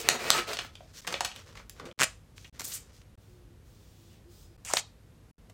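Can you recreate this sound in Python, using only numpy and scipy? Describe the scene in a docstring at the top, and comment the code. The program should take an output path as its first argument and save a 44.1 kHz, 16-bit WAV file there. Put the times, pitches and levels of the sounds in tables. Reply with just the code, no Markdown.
"""A small bedroom with a low rumble; mono, close to a phone. A paper lid peels off a thin plastic tray:
the glued seam slips, the tray rings, buckles and is put aside. A paper sachet rips in a run of snaps,
then a strip is pulled apart. A palm rubs an arm and squeaks while a faint tone comes and goes.
A plastic cap slides off with two clicks; a fingernail taps last.
The sound drops out briefly between some of the actions."""
import sys
import numpy as np
from scipy import signal
from scipy.fft import rfft, irfft
from scipy.io import wavfile
from scipy.ndimage import uniform_filter1d

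SR = 44100
rng = np.random.default_rng(int(sys.argv[2]) if len(sys.argv) > 2 else 0)


def dump_mix(stems):
    """Bounce the given channels to the path in sys.argv[1] as a 16-bit WAV at rate SR."""
    frames = np.atleast_2d(stems).T  # one column per channel
    limited = np.clip(frames, -1, 1)  # hard clip at full scale
    pcm = np.round(limited * 32767).astype(np.int16)
    wavfile.write(sys.argv[1], SR, pcm)


N = 243889
TIME_S = np.arange(N) / SR
FREQS_HZ = np.arange(N // 2 + 1) * SR / N + 1e-3
OCTAVES_HZ = 125 * 2. ** np.arange(8)

# pulls on the lid; the favoured ring pitch moves as the seal's edge travels
# (start [s], length [s], level [dB], swell [dB], tilt [dB/oct], favoured [Hz], ring re seam [dB])
LID_PULLS = [(-.02, 0.046, -34.5, -6, 6.5, 422.7, -7), (.03, 0.13, -37.5, 2.5, -3, 401.5, -3.5),
             (.18, 0.12, -34.5, 4, -0.6, 500, -3.5), (.322, 0.07, -28, -1.5, -1, 1098, -3),
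             (.464, 0.077, -36.5, -8.5, 1, 650, -1.5), (.595, 0.071, -48, -10, 0.5, 1290, -14)]
# tray resonances (centre [Hz], width [Hz], level [dB])
TRAY_MODES = [(451, 27, 2.5), (652, 22, -1), (1000, 32, -6), (1227, 60, -2), (1290, 9.1, 1),
              (1418, 190, -10.5), (1860, 120, -3), (2316, 140, 0.5), (2540, 78, -6), (3960, 56, -6.5),
              (3730, 120, -3), (4280, 90, -6.5)]

# jolts (time [s], level over 5 ms [dB], low edge [Hz], top edge [Hz], ring [Hz], ring [dB], contact [ms])
TRAY_SNAPS = [(0.0879, -13, 130, 9570, 4400, -2.5, 1.3), (0.3036, -12, 397, 13880, 5040, -2, 0.99),
              (0.5315, -30, 210, 7850, 4700, -2, 11), (0.57, -33.5, 410, 4830, 4560, 6, 2.9),
              (0.5885, -27.5, 354, 3500, 3660, 5.5, 6.4), (0.647, -42.5, 200, 2500, 1220, 9, 4.5),
              (0.7535, -44.5, 55, 5900, 3270, 8, 3.3), (0.806, -45, 101, 1998, 600, 21, 3.4),
              (1.046, -45, 55, 3970, 1350, 18, 5), (1.069, -39, 340, 9100, 1250, -10, 3.3),
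              (1.074, -28, 710, 5530, 1200, -8, 6.2), (1.125, -31.5, 55, 7000, 1160, 6, 5.4),
              (1.1405, -26.5, 198, 2000, 2950, 8, 3.5), (1.207, -23, 380, 4070, 874, 5.5, 3.6),
              (1.2472, -25.5, 510, 9500, 2600, -6, 8.3), (1.3158, -41.5, 55, 4900, 2950, 9, 7.3),
              (1.3605, -42.5, 55, 20000, 3070, 6, 5.1), (1.553, -46.5, 55, 4530, 1170, 3, 5.5),
              (1.573, -45, 54.6, 4360, 2470, 3, 6.8), (1.597, -47.5, 55, 3240, 1260, 15, 6.6),
              (1.6958, -42, 900, 20100, 14100, 5, 2.8), (1.797, -39, 55, 3530, 1200, 2, 5.5),
              (1.8538, -39.5, 55.5, 5800, 310, 15, 18), (1.913, -49, 54.4, 3560, 2800, 17, 1.5)]
PAPER_CREASES = [(1.99, -36.5, 310, 6600, 4217, -10, 0.24), (2.3805, -47.5, 54.8, 8440, 3050, 7.5, 1.1),
                 (2.4448, -45, 54.3, 4280, 2800, 18, 12), (2.5955, -34.5, 90, 19800, 5760, 4, 5.4),
                 (2.607, -37, 56, 20000, 5270, -16, 0.88), (2.617, -41, 196, 20030, 754, -11, 1.1),
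                 (2.6526, -36.5, 3000, 20000, 12000, 7, 0.26), (3.016, -58, 55, 4800, 2630, -6, 3)]
CAP_CLICKS = [(4.6495, -42.5, 900, 13900, 7450, 20, 0.74), (4.7359, -21, 1500, 5000, 8610, 15, 2.3),
              (4.7368, -22.5, 466, 970, 640, 0.69, .3), (4.7692, -22.5, 250, 6070, 3600, 2.4, 1.46),
              (4.7716, -24, 700, 5400, 5640, 4, 2.2), (5.497, -52.5, 56, 12100, 701, 10.4, 7.2)]

# friction strokes (start [s], length [s], level [dB], swell [dB], tilt [dB/oct])
FINGER_STROKES = [(.72, 0.24, -65.5, 3, 1.5), (.928, 0.066, -49, 8.5, 5.5), (1.07, 0.1, -41, -5.5, -2),
                  (1.335, 0.06, -49.5, 2, 0), (1.45, 0.093, -55.5, -7, -1.5),
                  (1.555, 0.042, -52.5, -0.5, -1), (1.72, 0.08, -61, 17, -1), (1.795, .085, -46, 3.5, -9),
                  (2.355, 0.13, -59, -9, 8.5), (2.53, 0.38, -61.5, -6.5, 0), (2.92, .065, -61.5, 0, 6)]
TEAR_STROKES = [(1.993, .048, -33, 12, 0.94)]
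STRIP_PULLS = [(2.59, 0.028, -43.5, 6, -1.5), (2.64, 0.048, -38, -3, 1.5), (2.69, 0.062, -37.5, 7.5, 2.5)]
ARM_STROKES = [(3.17, 0.2, -72, -4, 1), (3.62, 0.46, -68, 3, 1.5), (4.07, 0.068, -64.5, -1, -4),
               (4.27, 0.16, -62.5, 1, 7)]
CAP_STROKES = [(4.646, 0.151, -38.5, 9.1, 0.38)]

# spells of a faint tone (start [s], length [s], level [dB], swell [dB], pitch [Hz])
TONE_SPELLS = [(3.27, 0.22, -64.5, -2, 358), (3.45, .11, -65, -4, 350), (3.97, 0.14, -68, -7, 338),
               (4.23, 0.072, -62.5, 10.5, 344.7), (4.44, .08, -65.5, 1, 337.6)]
# palm squeak (time [s], pitch [Hz])
SQUEAK_PITCH = [(4.25, 4840), (4.276, 4940), (4.474, 5111), (4.56, 4840)]

# spectra of the sources and the reverberation (frequency [Hz], level [dB])
RUMBLE_SPECTRUM = [(12, -54), (20, -31), (46, 2), (101, -3), (127, -5), (248, -13), (310, -16.5),
                   (347, -17.5), (388, -18), (513, -16.5), (558, -22), (642, -23.5), (897, -26.5),
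                   (13500, -42), (16000, -51)]
SEAM_SPECTRUM = [(60, -18.5), (140, -4), (400, -2), (800, -2), (1400, -1.5), (2400, -0.5), (3300, -6),
                 (4400, -8), (6500, -11.5), (9000, -15.5), (11500, -26), (14000, -18.5), (16000, -20.5)]
CRACK_SPECTRUM = [(100, 1), (3000, 2), (8000, 2), (11000, -4), (14000, -1.5), (16000, -5)]
FINGER_SPECTRUM = [(88, -32.5), (150, -0.5), (341, -8), (514, 1.5), (745, -12), (1170, -4.5), (2100, -7),
                   (2700, -9), (6020, -9), (11900, -26.5), (14800, -22), (16000, -30)]
TEAR_SPECTRUM = [(40, -32), (120, 8.5), (300, -11.5), (600, -5), (1500, -6), (2800, -1.5), (4200, -11),
                 (7400, -2), (11000, -18), (16000, -32.5)]
STRIP_SPECTRUM = [(120, -29), (300, -6), (700, -10), (1200, -7), (2500, -7), (4500, -4), (7000, 0.5),
                  (9000, -0.5), (11500, -8.5), (14000, 1.5), (16000, -11)]
SKIN_SPECTRUM = [(400, -24), (1500, -11), (3200, 1.5), (5500, -0.5), (8000, -3.5), (11000, -10.5),
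                 (14000, -6), (16000, -4)]
CAP_SPECTRUM = [(120, -28), (300, -11), (700, 2), (1100, 0), (1900, 0), (2700, 2.5), (4000, -3), (7400, 5),
                (9000, -1.5), (11500, -13), (14000, -13), (16000, -19)]
REVERB_SPECTRUM = [(100, -1), (1000, -2.5), (4000, -3), (8000, -4), (15000, -11)]

# room decay (frequency [Hz], T60 [s])
ROOM_T60 = [(150, 0.14), (600, 0.2462), (2500, 0.2375), (7000, 0.2759), (14000, 0.21)]
# gaps in the sound (start [s], end [s])
DROPOUTS = [(1.009, 1.016), (1.928, 1.977), (2.497, 2.527), (3.155, 3.176), (4.567, 4.577), (5.313, 5.381)]


def undb(db):
    """Decibels to gain."""
    return 10 ** (np.asarray(db) / 20)


def unit(x):
    """Scale to rms 1."""
    return x / np.sqrt(np.mean(x ** 2))


def on_log_axis(points, hz):
    """Read (frequency [Hz], value) points at hz."""
    f, value = np.transpose(points)
    return np.interp(np.log(hz), np.log(f), value)


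def shaped(x, response):
    """Filter x by a frequency response."""
    return irfft(rfft(x) * response, len(x))


def resonance(f, hz, width_hz):
    """One damped mode, gain 1 at its centre."""
    return 1j * f * width_hz / (hz ** 2 - f ** 2 + 1j * f * width_hz)


def octave(f, hz):
    """Weight of the octave band at hz; the bands sum to 1."""
    return np.interp(np.log(f), np.log(OCTAVES_HZ), 1. * (OCTAVES_HZ == hz))


def walk(rate_hz):
    """Smooth random drift, rms 1."""
    hold = max(int(SR / rate_hz), 1)
    steps = rng.standard_normal(N)[np.arange(N) // hold]
    return unit(uniform_filter1d(steps, hold))


def placed(x, direct_db, room_db):
    """Two rows: direct sound, room feed."""
    return np.outer(undb([direct_db, room_db]), x)


def strokes(table, attack_s, release_s):
    """Strokes rise, swell or sag, and decay. Returns gain, then the sounding stroke's extra columns."""
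    gains = []
    for start_s, length_s, db, swell_db, *_ in table:
        t = TIME_S - start_s
        held = undb(db + swell_db * (np.clip(t / length_s, 0, 1) - .5))
        attack = np.clip(t / attack_s, 0, 1)
        release = np.exp(-np.maximum(t - length_s, 0) / release_s)
        gains.append(held * attack * release)
    power = np.square(gains) + 1e-18
    total = power.sum(axis=0)
    extras = np.array(table)[:, 4:].T @ power / total
    return [np.sqrt(total), *extras]


def slips(rate_hz, spread_db, hiss_db):
    """Tiny random releases of uneven size over a hiss of countless smaller ones; rms 1."""
    sizes = undb(spread_db * np.clip(rng.standard_normal(N), -2, 2)) * rng.choice([-1, 1], N)
    releases = unit(sizes * (rng.random(N) < rate_hz / SR))
    return unit(releases + undb(hiss_db) * rng.standard_normal(N))


def friction(stroke, surface, drive, flicker_db):
    """Slips coloured by the surface; the stroke sets level and tilt, octaves flicker as grip shifts."""
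    level, tilt_db_per_oct = stroke
    spectrum = rfft(unit(shaped(drive, undb(on_log_axis(surface, FREQS_HZ)))))
    sound, tilted_power, flat_power = 0, 0, 0
    for hz in OCTAVES_HZ:
        band = irfft(spectrum * octave(FREQS_HZ, hz), N)
        gain = undb(tilt_db_per_oct * np.log2(hz / 2000).clip(-1.5, 1.5))
        sound += band * gain * undb(flicker_db * walk(60))
        tilted_power += np.var(band) * gain ** 2
        flat_power += np.var(band)
    return sound * np.sqrt(flat_power / tilted_power) * level


def cracks(table, ring_q, room_db, bend_ms, chatter_db, size=4096, lead=16):
    """Each crack: a jolt and brief contact chatter in a ringing sheet. Returns direct sound, room feed."""
    out = np.zeros((2, N + size))
    t = np.arange(size) / SR
    f = np.arange(size // 2 + 1) * SR / size + 1
    bending = np.exp(-4j * np.pi * bend_ms / 1000 * np.sqrt(f * 1000))  # bending waves: lows arrive late
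    blunting = 1 + 1j * f / 30000
    colour = undb(on_log_axis(CRACK_SPECTRUM, f))
    for time_s, db, low_hz, top_hz, ring_hz, ring_db, contact_ms in table:
        chatter = rng.standard_normal(size) * np.exp(-t * 1000 / max(contact_ms, .1))
        push = undb(chatter_db) * contact_ms * chatter / np.linalg.norm(chatter)
        push[0] += 1  # the jolt
        edges = (1j * f / (1j * f + low_hz)) ** 2 / (1 + 1j * f / top_hz) ** 2
        ring = 1 + undb(ring_db) * resonance(f, ring_hz, ring_hz / ring_q)
        crack = shaped(np.roll(push, lead), edges * ring * bending * colour / blunting)
        crack *= undb(db) * np.sqrt(.005 * SR) / np.linalg.norm(crack)
        start = int(time_s * SR) - lead
        out[:, start:start + size] += placed(crack, 0, room_db)
    return out[:, :N]


def room_tone(rumble_db=-55.5, hum_db=-60.5, hum_hz=100):
    """Low rumble and hiss, with weak mains hum."""
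    rumble = unit(shaped(rng.standard_normal(N), undb(on_log_axis(RUMBLE_SPECTRUM, FREQS_HZ))))
    return undb(rumble_db) * rumble + undb(hum_db) * np.sin(2 * np.pi * hum_hz * TIME_S)


def tray_ring(favoured_hz, focus_db_per_oct=7, grip_damping=2.2):
    """Slips drive the tray's modes, widened by the holding hand; those off the favoured pitch ring less."""
    drive = rfft(slips(rate_hz=1800, spread_db=-2, hiss_db=-5.5))
    ring, power = 0, 0
    for hz, width_hz, db in TRAY_MODES:
        distance_oct = np.minimum(abs(np.log2(hz / favoured_hz)), 1.5)
        gain = undb(db - focus_db_per_oct * distance_oct)
        ring += gain * unit(irfft(drive * resonance(FREQS_HZ, hz, grip_damping * width_hz), N))
        power += gain ** 2
    return ring / np.sqrt(power)


def lid_peel(crinkle_db=-6.5):
    """At each pull the glued seam lets go in dense slips; the paper crinkles and the tray rings."""
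    pull, tilt_db_per_oct, favoured_hz, ring_db = strokes(LID_PULLS, attack_s=.022, release_s=.018)
    glue = slips(rate_hz=3800, spread_db=8.5, hiss_db=-0.5)
    crinkles = undb(crinkle_db) * slips(rate_hz=160, spread_db=2.5, hiss_db=-20)
    seam = friction((pull, tilt_db_per_oct), SEAM_SPECTRUM, glue + crinkles, flicker_db=2)
    ring = tray_ring(favoured_hz) * pull * undb(ring_db)
    peel = (seam + ring) / np.sqrt(1 + undb(ring_db) ** 2)
    return placed(peel, direct_db=-1, room_db=-4)


def tray_snaps():
    """The thin tray buckles or is knocked."""
    return cracks(TRAY_SNAPS, ring_q=3, room_db=-2.5, bend_ms=.6, chatter_db=2)


def fingers():
    """Fingers shift on tray and paper."""
    stroke = strokes(FINGER_STROKES, attack_s=0.018, release_s=0.033)
    drive = slips(rate_hz=210, spread_db=1.5, hiss_db=2.5)
    rustle = friction(stroke, FINGER_SPECTRUM, drive, flicker_db=1)
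    return placed(rustle, direct_db=-1.5, room_db=-18)


def paper_creases():
    """Creases in the paper give way."""
    return cracks(PAPER_CREASES, ring_q=2.3, room_db=-7, bend_ms=0.616, chatter_db=6.5)


def sachet_rip(count=7, start_s=1.9948, gap_s=.00772, middle_s=2.0205):
    """Paper catches and rips: near-even snaps, brightening, loudest mid-run; fibres part between them."""
    peak_db, fade_db, half_s = -17.5, 12, 0.022
    scatter_db, scatter_s, brighten_oct_per_s = 1.5, .0003, 26
    low_hz, top_hz, ring_hz, ring_db, contact_ms = 90, 10000, 1800, 5, 0.9
    run = []
    for k, (late, louder) in enumerate(rng.standard_normal((count, 2))):
        time_s = start_s + gap_s * k + scatter_s * late
        offset_s = time_s - middle_s
        db = peak_db - fade_db * abs(offset_s / half_s) ** 1.07 + scatter_db * louder
        brighter = 2 ** (brighten_oct_per_s * offset_s)
        run.append((time_s, db, low_hz, top_hz * brighter, ring_hz * brighter, ring_db, contact_ms))
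    snaps = cracks(run, ring_q=2.2, room_db=-11.5, bend_ms=.6, chatter_db=-.5)
    stroke = strokes(TEAR_STROKES, attack_s=0.0045, release_s=0.0086)
    drive = slips(rate_hz=5100, spread_db=9, hiss_db=-10.5)
    fibres = friction(stroke, TEAR_SPECTRUM, drive, flicker_db=2.1)
    return snaps + placed(fibres, direct_db=2.5, room_db=-8)


def strip_pull():
    """The strip comes apart in three pulls."""
    stroke = strokes(STRIP_PULLS, attack_s=0.0056, release_s=.016)
    drive = slips(rate_hz=1600, spread_db=0.5, hiss_db=-2)
    rasp = friction(stroke, STRIP_SPECTRUM, drive, flicker_db=4)
    return placed(rasp, direct_db=-2.5, room_db=-7.5)


def arm_rub():
    """A palm rubs the arm in soft strokes."""
    stroke = strokes(ARM_STROKES, attack_s=0.055, release_s=0.048)
    drive = slips(rate_hz=8100, spread_db=4, hiss_db=0.5)
    rub = friction(stroke, SKIN_SPECTRUM, drive, flicker_db=0.1)
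    return placed(rub, direct_db=0.5, room_db=-2)


def faint_tone(waver_hz=4, flicker_db=2):
    """A faint wavering tone comes and goes."""
    gain, centre_hz = strokes(TONE_SPELLS, attack_s=0.031, release_s=0.029)
    hz = centre_hz + waver_hz * walk(36)
    tone = unit(np.sin(2 * np.pi * np.cumsum(hz) / SR))
    return tone * gain * undb(flicker_db * walk(26))


def palm_squeak(level_db=-77, jitter_hz=50, flicker_db=3.04):
    """The palm squeaks thinly on the last stroke."""
    times_s, pitches_hz = np.transpose(SQUEAK_PITCH)
    hz = np.interp(TIME_S, times_s, pitches_hz) + jitter_hz * walk(400)
    gate = 1. * ((TIME_S >= times_s[0] - .01) & (TIME_S <= times_s[-1]))
    fade = uniform_filter1d(uniform_filter1d(gate, size=200), size=2600)
    gain = undb(level_db + flicker_db * walk(30)) * fade
    return placed(gain * np.sin(2 * np.pi * np.cumsum(hz) / SR), direct_db=0.5, room_db=-2)


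def cap():
    """The cap scrapes along its seat and clicks free; the last click is a fingernail tap."""
    stroke = strokes(CAP_STROKES, attack_s=0.0076, release_s=0.0072)
    drive = slips(rate_hz=1000, spread_db=-2.5, hiss_db=0)
    slide = friction(stroke, CAP_SPECTRUM, drive, flicker_db=4)
    clicks = cracks(CAP_CLICKS, ring_q=2.9, room_db=-10.5, bend_ms=0.823, chatter_db=-2.5)
    return placed(slide, direct_db=0, room_db=-37) + clicks


def bedroom(feed, first_echo_s=0.0017, build_s=0.003, wall_s=.0107, wall_db=-1, size=22050):
    """Echoes build into a short tail, with one clear echo from the nearest wall."""
    t = np.arange(size) / SR
    f = np.arange(size // 2 + 1) * SR / size + 1
    echoes = rng.standard_normal(size)
    echoes *= 1 + 2 * (rng.random(size) < .02) * np.exp(-t / 0.047)  # sparse strong early echoes
    build = 1 - np.exp(-np.maximum(t - first_echo_s, 0) / build_s)
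    wall = undb(wall_db) * np.exp(-((t - wall_s) / 0.00067) ** 2)
    tail = 0
    for hz in OCTAVES_HZ:
        decay = np.exp(-np.log(1000) * t / on_log_axis(ROOM_T60, hz))
        tail += shaped(echoes, octave(f, hz)) * decay
    tail *= build + wall
    response = shaped(tail / np.linalg.norm(tail), undb(on_log_axis(REVERB_SPECTRUM, f)))
    return signal.fftconvolve(feed, response)[:N]


def scene():
    """All sources in the room, same in both channels."""
    tray = lid_peel() + tray_snaps() + fingers()
    paper = paper_creases() + sachet_rip() + strip_pull()
    direct, feed = tray + paper + arm_rub() + palm_squeak() + cap()
    return np.tile(direct + bedroom(feed) + room_tone() + faint_tone(), (2, 1))


def record(dry, dropout_db=-44, top_hz=16000):
    """The phone rounds the peaks, the sound drops out briefly, and the top is cut."""
    gate = np.ones(N)
    for start_s, end_s in DROPOUTS:
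        gate[(TIME_S > start_s) & (TIME_S < end_s)] = undb(dropout_db)
    gated = np.tanh(dry) * uniform_filter1d(gate, size=90)
    lowpass = signal.ellip(8, .2, 70, top_hz, fs=SR, output="sos")
    return signal.sosfilt(lowpass, gated)


dry = scene()
out = record(dry)
dump_mix(out)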